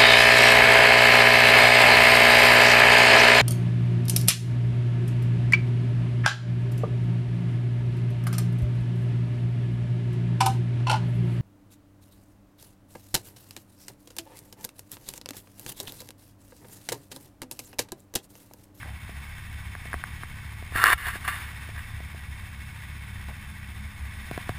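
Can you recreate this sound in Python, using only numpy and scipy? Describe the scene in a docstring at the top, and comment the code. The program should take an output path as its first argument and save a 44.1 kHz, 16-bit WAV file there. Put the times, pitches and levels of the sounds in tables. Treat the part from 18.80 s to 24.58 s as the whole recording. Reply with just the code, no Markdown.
"""Idling snowmobiles, handled camera

Several snowmobiles idle on open snow, heard from a camera in a plastic case carried past them.
Their exhausts beat against each other under a throbbing clatter; a far one creeps off.
Something scrapes over the case and knocks it once sharply; handling makes it click and thud."""
import sys
import numpy as np
from scipy import signal
from scipy.fft import rfft, irfft
from scipy.io import wavfile
from scipy.ndimage import uniform_filter1d

SR = 44100
rng = np.random.default_rng(int(sys.argv[2]) if len(sys.argv) > 2 else 0)


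def store_pcm(level_fs):
    """Save levels as 16-bit WAV."""
    pcm = np.round(np.clip(level_fs, -1, 1) * 32767).astype(np.int16)
    wavfile.write(sys.argv[1], SR, np.atleast_2d(pcm).T)


N = 254898


def snowmobiles():
    """Idling exhausts beat against each other over their joint clatter."""
    # Each row: firing rate in Hz, exhaust level in dB, rattle in dB relative to the near engine's.
    other_idles = [(64.53, -47, -0.5), (73, -46, -2), (79.5, -47.5, -6.5)]
    exhausts, rattles = near_engine()
    for firing_hz, exhaust_db, rattle_db in other_idles:
        exhaust, metal = other_engine(firing_hz)
        exhausts = exhausts + undb(exhaust_db) * exhaust
        rattles = rattles + undb(rattle_db) * metal
    return exhausts + clatter(rattles)


def near_engine(waver_db=3.0, hunt=0.0083):
    """Twin with unequal cylinders: odd shaft multiples sound beside the firing rate."""
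    # Each row: time in seconds, shaft rate in Hz.
    shaft_speed = [(0.0, 35.8), (0.26, 33.07), (0.45, 35.28), (1.0, 33.13), (1.33, 35.73), (1.59, 33.6),
                   (1.82, 34.83), (2.22, 33.2), (2.3, 34.4), (3.4, 34.5), (3.53, 33.3), (3.81, 34.8),
                   (5.68, 34.41), (5.78, 35.67)]
    # Each row: multiple of the shaft rate, exhaust level in dB.
    harmonics = [(1, -55), (2, -45.5), (3, -46), (4, -54.5), (5, -61), (6, -63), (7, -72)]
    turns = np.cumsum(curve(shaft_speed) * (1 + hunt * walk(14))) / SR
    exhaust = np.zeros(N)
    for multiple, db in harmonics:
        amplitude = np.sqrt(2) * undb(db + waver_db * walk(22))
        exhaust += amplitude * np.sin(2 * np.pi * (multiple * turns + rng.random()))
    return exhaust, rattle(2 * turns, decay_cycles=0.31, depth=1.1)


def other_engine(firing_hz, hunt=0.025, scatter_db=2.5):
    """Unsteady idle: uneven firings ring the silencer and rattle the metal."""
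    # Each row: frequency in Hz, gain in dB.
    silencer = [(10, -9), (22, -20), (48, -7), (70, 0.5), (100, 2.5), (125, -11), (200, -14), (260, -22.5),
                (400, -39), (900, -46)]
    cycles = rng.random() + np.cumsum(firing_hz * (1 + hunt * walk(7))) / SR
    at = np.flatnonzero(np.diff(np.floor(cycles)))
    firings = impulses(at, undb(scatter_db * rng.standard_normal(N)[:len(at)]))
    exhaust = unit(colour(firings - firings.mean(), silencer))
    return exhaust, rattle(cycles, decay_cycles=0.27, depth=0.95)


def rattle(cycles, decay_cycles, depth):
    """Metal noise flares at each firing and fades within the cycle."""
    flare = 1 + depth * np.exp(-(cycles % 1) / decay_cycles)
    return unit(flare * rng.standard_normal(N))


def clatter(rattles, base_db=-45.5, throb_hz=14.0, throb_db=1.57, flutter_db=0.52):
    """Rattle rings block, clutch and covers, throbbing as the engine rocks on its mounts."""
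    # Each row: frequency in Hz, gain in dB.
    block_and_clutch = [(250, -8), (420, -13), (560, -15.5), (720, -9), (1150, -3), (1340, -9.5),
                        (1500, -1.5), (1800, -0.5), (2400, -3), (2950, -12.5), (3400, -10), (4500, -17.5),
                        (5200, -13.5), (10000, -20.5), (15000, -17.5)]
    # Each row: frequency in Hz, width in Hz, lift in dB.
    cover_modes = [(1937, 31, 6.5), (2200, 28.5, 9), (2660, 46, 6.5), (3115, 63, 7.5), (3586, 60, 5),
                   (6530, 170, 6.5), (8470, 136, 9.5), (9760, 85, 8.5), (14200, 60, -3)]
    # The camera turns past the machines. Each row: time in seconds, half width in seconds, lift in dB.
    swells = [(1.25, .3, 1.2), (2.55, 0.35, 4), (5.6, 0.23, 3.5)]
    rocking_hz = throb_hz * (1 + 0.05 * walk(4))
    rocking = np.sin(2 * np.pi * np.cumsum(rocking_hz) / SR)
    drive = rattles * undb(throb_db * rocking + flutter_db * walk(25.054))
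    ringing = unit(resonate(colour(drive, block_and_clutch), cover_modes))
    time_s = np.arange(N) / SR
    swell_db = sum(db * np.exp(-((time_s - at_s) / width_s) ** 2) for at_s, width_s, db in swells)
    return ringing * undb(base_db + swell_db)


def scrape(slips_per_s=2500, spread_db=1.0, grip_db=-0.5, thin_hz=1500, firm_db=-24):
    """Dense tiny slips and a few hard snags ring the shell as something drags over it."""
    # Each row: frequency in Hz, gain in dB.
    shell = [(60, -26), (200, -28), (400, -13), (600, -21), (720, -7.5), (850, -12), (1150, 1.5),
             (1330, -6.5), (1650, 4), (2050, -3), (2500, -12), (4000, -24.5), (15000, -21)]
    # Each row: frequency in Hz, width in Hz, lift in dB.
    shell_modes = [(1165, 27, 4.5), (1356, 22, 9.5), (1835, 42, 4), (2843, 126, 10.5), (3620, 134, 9.5),
                   (4370, 190, 7.5), (7500, 140, 5), (8330, 120, 8), (10750, 350, 7), (13300, 180, 10)]
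    # Each row: time in seconds, level in dB, crack offset in dB.
    snags = [(2.0589, -2.5, -13), (2.0678, -5.5, -17), (2.0695, -6, -17), (2.1029, -7, -15),
             (2.1296, -17, -9), (2.1307, -4, -15), (2.1345, -6, -17), (2.357, -32, -10), (2.4788, -16, -11)]
    slipping = rng.random(N) < slips_per_s / SR
    slips = slipping * undb(spread_db * rng.standard_normal(N)) * rng.choice([-1, 1], N)
    slips *= undb(grip_db * walk(150))  # grip comes and goes
    full = unit(resonate(colour(slips, shell), shell_modes))
    thin = unit(signal.sosfiltfilt(signal.butter(1, thin_hz, "high", fs=SR, output="sos"), full))
    level_db = stroke_level_db()
    firmness = np.minimum(undb((level_db - firm_db) / 2), 1)  # a light touch stirs low modes less
    rasp = (firmness * full + (1 - firmness) * thin) * undb(level_db)
    at_s, snag_db, crack_db = np.transpose(snags)
    snag_rings = resonate(taps(np.c_[at_s, snag_db], shell), shell_modes)
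    return rasp + snag_rings + cracks(at_s, snag_db + crack_db)


def stroke_level_db(press_db_per_s=42):
    """Each scraping stroke bites, presses harder while held, then dies away."""
    # Each row: start in seconds, 60 dB rise time in seconds, hold in seconds,
    # level at the start in dB, 60 dB release time in seconds.
    strokes = [(1.96, .08, .173, -25.5, 0.037), (2.18, .02, 0.025, -37.5, 0.32),
               (2.27, .16, .012, -27, 0.17), (2.339, .08, 0.019, -37, 0.12), (2.447, .02, .004, -30.5, .12),
               (2.479, .02, .008, -24.5, .13), (2.52, .1, .02, -36, .7), (2.984, .06, .01, -42, 0.16)]
    power = 1e-12
    for start_s, rise_s, hold_s, db, t60_s in strokes:
        age_s = np.arange(N) / SR - start_s
        held_db = db + press_db_per_s * np.clip(age_s, 0, hold_s)
        fade_db = 60 * (np.maximum(-age_s, 0) / rise_s + np.maximum(age_s - hold_s, 0) / t60_s)
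        power = power + undb(held_db - fade_db) ** 2
    return 10 * np.log10(power)


def knock(crack_db=1.5):
    """A sharp knock on the case, ringing near 1.3 kHz with a harsh, clipped edge."""
    # Each row: time in seconds, level in dB.
    chatter = [(2.0402, -1), (2.04056, 2), (2.0409, -3)]
    # Each row: frequency in Hz, gain in dB.
    overloaded_knock = [(80, -13), (400, 5), (750, -9), (1250, 5), (1800, 5.5), (3000, -24), (4700, -5.5),
                        (6500, -11.5), (10000, -21), (15000, -18.5)]
    at_s, db = np.transpose(chatter)
    direction = (-1) ** np.arange(len(at_s))  # in, back, in again within a millisecond
    pushes = impulses(at_s * SR, direction * undb(db))
    return colour(pushes, overloaded_knock) + cracks(at_s, db + crack_db)


def clicks(width_hz=220, lift_db=5, snap_db=-17):
    """Each joint of the case snaps and rings briefly at its own pitch."""
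    # Each row: time in seconds, level in dB, ring frequency in Hz.
    snaps = [(.031, -24.5, 1600), (0.952, -24, 1640), (1.131, -18, 1650), (1.1414, -18.5, 1120),
             (1.239, -16.5, 1450), (1.4343, -21.5, 1270), (2.9629, -30, 1710), (2.98, -27.5, 1690),
             (5.5807, -31, 1900), (5.6926, -22.5, 2250)]
    # Each row: frequency in Hz, gain in dB.
    joint = [(60, -22), (400, -20.5), (700, 3), (850, 1), (1150, 9), (1350, 3.5), (1620, 11.5), (2100, 5),
             (2800, -17), (5000, -19), (8500, -50), (10400, -4.5), (15000, -22)]
    rings = sum(resonate(taps([(at_s, db)], joint), [(hz, width_hz, lift_db)]) for at_s, db, hz in snaps)
    at_s, db, _ = np.transpose(snaps)
    return rings + cracks(at_s, db + snap_db, highpass_hz=9000)


def thuds(snap_db=-10):
    """Soft contacts move the whole case; each starts with a faint snap."""
    # Each row: time in seconds, level in dB.
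    contacts = [(0.059, -32.5), (.294, -30), (0.953, -34.5), (1.056, -32), (1.142, -20.5), (1.436, -30.5),
                (1.826, -29.5), (1.923, -30.5), (1.956, -21), (2.133, -35), (2.357, -25.5), (2.891, -31),
                (3.2045, -29.5), (3.347, -32), (4.487, -34), (5.513, -18.5), (5.5777, -16.5),
                (5.6933, -14.5)]
    # Each row: frequency in Hz, gain in dB.
    case_body = [(30, -35), (130, 3.5), (220, 3.5), (400, 1), (560, -3), (730, 4.5), (860, -17), (1000, -4),
                 (1250, -11.5), (1800, -10), (3500, -22.5), (15000, -30)]
    at_s, db = np.transpose(contacts)
    return taps(contacts, case_body) + cracks(at_s, db + snap_db, highpass_hz=8000)


def cracks(at_s, db, highpass_hz=3000):
    """Bright first instant of a contact, before the case rings."""
    highpass = signal.butter(2, highpass_hz, "high", fs=SR, output="sos")
    return signal.sosfilt(highpass, impulses(at_s * SR, undb(db)))


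def jolts(t60_s=0.076):
    """The jolted camera swings briefly in the hand."""
    # Each row: start in seconds, frequency in Hz, initial level in dB.
    swings = [(1.154, 32, -30), (1.958, 62, -22), (2.137, 53, -23), (5.515, 114, -34), (5.694, 103, -25)]
    motion = np.zeros(N)
    for start_s, hz, db in swings:
        age_s = np.maximum(np.arange(N) / SR - start_s, 0)
        motion += undb(db - 60 * age_s / t60_s) * np.sin(2 * np.pi * hz * age_s)
    return motion


def scuffs(centre_hz=760, width_hz=260, rise_s=0.0082):
    """Light rubs stir one low mode of the case."""
    # Each row: start in seconds, length in seconds, level in dB.
    rubs = [(0.042, 0.14, -49), (4.484, 0.051, -44.5)]
    mode = signal.iirpeak(centre_hz, centre_hz / width_hz, fs=SR)
    friction = unit(signal.lfilter(*mode, rng.standard_normal(N)))
    envelope = sum(curve([(start_s, 0), (start_s + rise_s, undb(db)), (start_s + length_s, 0)])
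                   for start_s, length_s, db in rubs)
    return friction * envelope


def creeping_engine(start_s=4.1, attack_s=0.2, from_hz=180, to_hz=215, spinup_s=0.73):
    """A far machine opens its throttle lightly; only its rising exhaust tone carries."""
    level_db, waver_db, hunt = -55.5, 2.5, 0.015
    age_s = np.maximum(np.arange(N) / SR - start_s, 0)
    tone_hz = to_hz + (from_hz - to_hz) * np.exp(-age_s / spinup_s)
    cycles = np.cumsum(tone_hz * (1 + hunt * walk(30.17))) / SR
    throttle = np.minimum(age_s / attack_s, 1)
    return unit(np.sin(2 * np.pi * cycles)) * throttle * undb(level_db + waver_db * walk(33))


def air(level_db=-53, gust_db=3):
    """Air moving past the carried microphone makes a faint gusty rumble."""
    # Each row: frequency in Hz, gain in dB.
    rumble_spectrum = [(4, -36), (10, 3), (22, 0), (38, 4), (55, -7), (120, -39), (400, -68)]
    gusts = undb(gust_db * walk(5))
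    return unit(colour(rng.standard_normal(N), rumble_spectrum) * gusts) * undb(level_db)


def undb(db):
    """Decibels to gain."""
    return 10 ** (np.asarray(db) / 20)


def unit(x):
    """Scale to rms 1."""
    return x / np.sqrt(np.mean(x ** 2))


def curve(rows):
    """Straight lines through (seconds, value) rows."""
    at_s, value = np.transpose(rows)
    return np.interp(np.arange(N) / SR, at_s, value)


def walk(rate_hz):
    """Random steps at rate_hz, smoothed twice, rms 1."""
    step = int(SR / rate_hz)
    held = np.repeat(rng.standard_normal(N // step + 1), step)
    return unit(uniform_filter1d(uniform_filter1d(held, step), step)[:N])


def response(spectrum, size=8192):
    """Minimum-phase impulse response of a (Hz, dB) spectrum, peak 1."""
    hz, db = np.transpose(spectrum)
    bins_hz = np.maximum(np.fft.rfftfreq(size, 1 / SR), 1)
    gain = undb(np.interp(np.log(bins_hz), np.log(hz), db))
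    cepstrum = irfft(np.log(gain))
    cepstrum[1:size // 2] *= 2
    cepstrum[size // 2 + 1:] = 0
    ring = irfft(np.exp(rfft(cepstrum)))
    return ring / np.abs(ring).max()


def colour(x, spectrum):
    """Filter x by a (Hz, dB) spectrum."""
    return signal.fftconvolve(x, response(spectrum))[:N]


def resonate(x, modes):
    """Lift or cut x around each (Hz, width in Hz, dB) mode."""
    for hz, width_hz, db in modes:
        b, a = signal.iirpeak(hz, hz / width_hz, fs=SR)
        x = x + (undb(db) - 1) * signal.lfilter(b, a, x)
    return x


def impulses(at, sizes):
    """Pushes of given sizes at given samples."""
    return np.bincount(np.asarray(at, int), sizes, N)[:N]


def taps(contacts, spectrum):
    """Each (seconds, dB) contact rings a body briefly."""
    at_s, db = np.transpose(contacts)
    return colour(impulses(at_s * SR, undb(db)), spectrum)


def scene():
    """Engines outside, handling noise on the case; snow gives no echo."""
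    handling = scrape() + knock() + clicks() + thuds() + jolts() + scuffs()
    return (snowmobiles() + creeping_engine() + handling + air())[None]


def record(dry, top_hz=15300):
    """The closed case colours the treble; peaks clip at full scale and the top is cut."""
    # Each row: frequency in Hz, gain in dB.
    closed_case = [(2800, 0.5), (3200, -1), (3600, 2), (3950, -0.5), (5400, -2), (6000, -13.5), (6600, -5),
                   (8500, -2.5), (10300, 7), (11000, -9), (11600, -11), (12500, -23), (13800, 6),
                   (15200, -6)]
    ring = response(closed_case)
    inside = signal.fftconvolve(dry, ring[None] / abs(ring.sum()), axes=1)[:, :N]
    lowpass = signal.ellip(10, 0.2, 70, top_hz, fs=SR, output="sos")
    return signal.sosfilt(lowpass, np.clip(inside, -1, 1))


dry = scene()
out = record(dry)
store_pcm(out)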